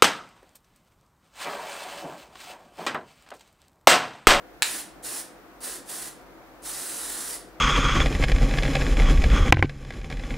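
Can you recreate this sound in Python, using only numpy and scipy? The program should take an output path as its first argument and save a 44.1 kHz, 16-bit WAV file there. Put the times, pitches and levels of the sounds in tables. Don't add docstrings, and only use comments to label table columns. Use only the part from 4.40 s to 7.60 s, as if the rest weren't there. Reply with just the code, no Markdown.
import sys
import numpy as np
from scipy import signal
from scipy.fft import rfft, irfft, next_fast_len
from scipy.io import wavfile
from scipy.ndimage import uniform_filter1d, map_coordinates

SR = 44100
rng = np.random.default_rng(int(sys.argv[2]) if len(sys.argv) > 2 else 0)


def how_loud(loudness_db):
    steps = np.asarray(loudness_db, float) / 20
    return 10 ** steps


def digitize_waveform(pressure):
    field = np.atleast_2d(pressure).T
    bounded = np.clip(field, -1, 1)
    quanta = np.round(bounded * 32767).astype(np.int16)
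    wavfile.write(sys.argv[1], SR, quanta)


N = 141120
SNAP_S = 0.22243


def unit(x):
    return x / np.sqrt(np.mean(x ** 2) + 1e-20)


def along(points, hz):
    f, v = np.transpose(points)
    return np.interp(np.log(hz + 1), np.log(f + 1), v)


def wobble(rate):
    knots = rng.standard_normal(int(N * rate / SR) + 4)
    return map_coordinates(knots, [np.arange(N) * rate / SR])


def filtered(x, response):
    m = next_fast_len(N + SR // 2)
    return irfft(rfft(x, m) * response(np.fft.rfftfreq(m, 1 / SR)), m)[..., :N]


def resonance(f, centre_hz, width_hz):
    return 1j * f * width_hz / (centre_hz ** 2 - f * f + 1j * f * width_hz)


def rush(gain, patchy_db):
    z = signal.stft(rng.standard_normal((2, N)), nperseg=512)[2]
    field = uniform_filter1d(rng.standard_normal(z.shape[1:]), 6, 0)
    field = uniform_filter1d(field, 12, 1)
    noise = signal.istft(z * how_loud(patchy_db * unit(field)), nperseg=512)[1][:, :N]
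    return unit(filtered(noise, gain))


def ports(pair, side_db, lean):
    # frequency in Hz, share of the mid.
    imbalance = [(250, -.04), (700, -0.13), (1300, -0.12), (2400, 0.031), (4400, 0.079), (8100, .12),
                 (11000, 0.24), (14000, .02)]
    side = filtered(pair[1], lambda hz: how_loud(along(side_db, hz)))
    side = side - filtered(pair[0], lambda hz: lean * along(imbalance, hz))
    return np.array([pair[0] + side, pair[0] - side])


def spray():
    # frequency in Hz, level in dB per Hz.
    jet_color = [(1800, -13), (2300, -13.5), (4100, -8), (6500, -7), (9600, -0.5), (10800, -3),
                 (12000, -10.5), (15800, -13.5)]
    # frequency in Hz, level in dB per Hz.
    body_color = [(300, 2), (500, -2), (1100, -2.5), (1900, 1), (2300, -12), (4000, -41)]
    # frequency in Hz, side over mid in dB.
    spray_side = [(300, -17), (1400, -17), (3100, -14.5), (6500, -11), (9500, -10), (10900, -5),
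                  (11600, 6.5), (15500, 3)]
    nozzle_hz, nozzle_width_hz, nozzle_db = 9450, 230, -17
    body_db, body_lag_s, wet_db = -11, 0.0033, -4

    sputter_db = 0.33 * wobble(6.46) + 0.99 * wobble(120)
    jet = rush(lambda hz: how_loud(along(jet_color, hz)), patchy_db=0.97)
    whistle = rush(lambda hz: resonance(hz, nozzle_hz, nozzle_width_hz), patchy_db=3.5)
    whistle = whistle * how_loud(nozzle_db + 3.1 * wobble(5.4))
    body = rush(lambda hz: how_loud(along(body_color, hz)), patchy_db=0.86) * how_loud(body_db)
    direct = how_loud(sputter_db) * (valve(0) * (jet + whistle) + valve(body_lag_s) * body)
    heard = direct + how_loud(wet_db) * room(direct)
    no_rumble = filtered(heard, lambda hz: np.clip(hz / 150 - 1, 0, 1))
    return ports(no_rumble, spray_side, lean=0.98)


def valve(lag_s):
    # opening in seconds, rise in seconds, start of closing in seconds,
    # level in dB at the start, level in dB at the end.
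    presses = [
        (.223, 0.037, 0.4, -33, -37.5),
        (0.625, 0.024, .80, -35, -37.5),
        (1.205, .036, 1.363, -32.5, -40.5),
        (1.459, 0.036, 1.673, -36.5, -40.5),
        (2.22, 0.036, 2.947, -36.5, -37),
    ]
    crack_db, close_s = -18, 0.053
    t, flow = np.arange(N) / SR, np.zeros(N)
    for on, rise, off, start_db, end_db in presses:
        still_shut = np.clip(1 - (t - on - lag_s) / rise, 0, 1)
        opening = (t > on + lag_s) * how_loud(crack_db * still_shut ** 0.85)
        closing = np.clip(1 - (t - off) / close_s, 0, 1) ** 1.64
        flow += opening * closing * how_loud(np.interp(t, [on, off], [start_db, end_db]))
    return flow


def snap():
    # delay in seconds, level in dB.
    answers = [(0, 0), (.0012, -10), (.0022, -14), (.0035, -17), (.0058, -11), (.0063, -10), (.0076, -13),
               (.0084, -12), (.0093, -14), (.014, -17), (.022, -16)]
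    # frequency in Hz, side over mid in dB.
    snap_side = [(500, -13), (2000, -9), (5000, -9.5), (9000, -10), (10900, 3), (11600, 5), (15500, 5)]
    scatter_s, scatter_t60_s, scatter_db, wet_db = 0.0056, 0.02, -10, -3.5

    blows = np.zeros((2, N))
    for delay, db in answers:
        blows[0, round((SNAP_S + delay) * SR)] += how_loud(db)
    first = blows[[0, 0]] * (np.arange(N) < (SNAP_S + 0.001) * SR)
    t = np.arange(SR // 20) / SR
    scatter = rng.standard_normal((2, len(t))) * how_loud(-60 * t / scatter_t60_s)
    scatter = how_loud(scatter_db) * scatter / np.linalg.norm(scatter[0])
    start = round((SNAP_S + scatter_s) * SR)
    blows[:, start:start + len(t)] += scatter
    return ports(filtered(blows + how_loud(wet_db) * room(first), cap), snap_side, lean=1)


def cap(f):
    # frequency in Hz, width in Hz, level in dB.
    resonances = [(453, 130, -16), (1010, 570, -5.5), (1746, 270, 3), (2560, 590, 2.5), (3990, 620, 2.5),
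                  (5100, 830, -10), (7400, 890, 0.5), (9800, 1200, -5.5), (13500, 2300, -22)]
    snap_db = 13.5
    power = sum(how_loud(2 * db) * np.abs(resonance(f, c, w)) ** 2 for c, w, db in resonances)
    power = power * f ** 2 / (f ** 2 + 300 ** 2)
    cepstrum = irfft(np.log(power + 1e-8) / 2)
    cepstrum[1:len(f) - 1] *= 2
    cepstrum[len(f):] = 0
    return how_loud(snap_db) * np.exp(rfft(cepstrum))


def room(pair):
    # frequency in Hz, time to fall 60 dB in seconds.
    decay = [(300, 0.29), (1800, 0.47), (5000, 0.38), (10000, 0.28), (15000, 0.22)]
    wet = np.zeros((2, N + SR))
    step = 4410
    for i in range(0, N, step):
        piece = pair[:, i:i + step]
        if np.any(piece):
            hz, t, z = signal.stft(rng.standard_normal((2, SR // 3)), SR, nperseg=256)
            fade = how_loud(-60 * t / along(decay, hz)[:, None])
            tail = signal.istft(z * fade, SR, nperseg=256)[1]
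            part = signal.fftconvolve(piece, tail / np.linalg.norm(tail[0]), axes=1)
            start = i + 260
            wet[:, start:start + part.shape[1]] += part
    return wet[:, :N]


def fan():
    # frequency in Hz, level in dB per Hz.
    fan_color = [(25, -26), (90, -21), (170, -14.5), (300, -7.5), (720, -8.5), (800, -12), (1500, -14),
                 (2600, -29.5), (4000, -82)]
    # frequency in Hz, width in Hz, lift in dB.
    room_modes = [(138, 14, 10), (193, 15, 6), (272, 14, 4.5), (326, 27, 7.5), (368.4, 10, 3), (500, 12, 7),
                  (720, 33, 3)]
    # frequency in Hz, side over mid in dB.
    fan_side = [(60, -1), (130, -1), (290, -10.5), (640, -7), (1410, -5), (3100, 4.5), (6820, 17),
                (15000, -3.5)]

    def color(hz):
        lift_db = sum(db * np.exp(-((hz - c) / w) ** 2) for c, w, db in room_modes)
        return how_loud(along(fan_color, hz) + lift_db)

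    return ports(how_loud(-50) * rush(color, patchy_db=0.88), fan_side, lean=0.96)


def hum():
    hum_hz, width_hz, level_db, grows_db, flutter_share = 49, 9.3, -67.5, 5, 0.97
    t = np.arange(N) / SR
    mid, side = rush(lambda hz: resonance(hz, hum_hz, 2 * width_hz) ** 2, patchy_db=0.6)
    flutter = mid + 0.41 * side * np.array([[1], [-1]])
    tone = np.sin(2 * np.pi * hum_hz * t + 0.5 * wobble(4.5))
    swell = how_loud(level_db + grows_db * t / t[-1] + 1.1 * wobble(5))
    return (tone + flutter_share * flutter) * swell


def recorder_hiss():
    # frequency in Hz, level in dB per Hz.
    hiss_color = [(1200, -19), (2000, -3.5), (3200, -8), (5500, -12.5), (8500, -17), (11000, -16),
                  (12500, -14), (15800, -13)]
    hiss = rush(lambda hz: how_loud(along(hiss_color, hz)), patchy_db=0.3)
    return ports(how_loud(-62.5) * hiss, [(1000, 0.5)], lean=0.01)


def background():
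    return fan() + recorder_hiss() + hum()


def scene():
    return spray() + snap() + background()


def band_limit(x):
    return signal.sosfilt(signal.butter(12, 17070, fs=SR, output="sos"), x)


def record(dry):
    ceiling, notch_hz, notch_width_hz, top_hz = 1.1, 11180, 170, 15750

    def band(hz):
        gap = 1 - resonance(hz, notch_hz, notch_width_hz)
        return gap * np.clip((top_hz - hz) / 120 + 0.5, 0, 1)

    rounded = dry / (1 + np.abs(dry / ceiling) ** 6) ** (1 / 6)
    return band_limit(filtered(rounded, band))


dry = scene()
out = record(dry)
digitize_waveform(out)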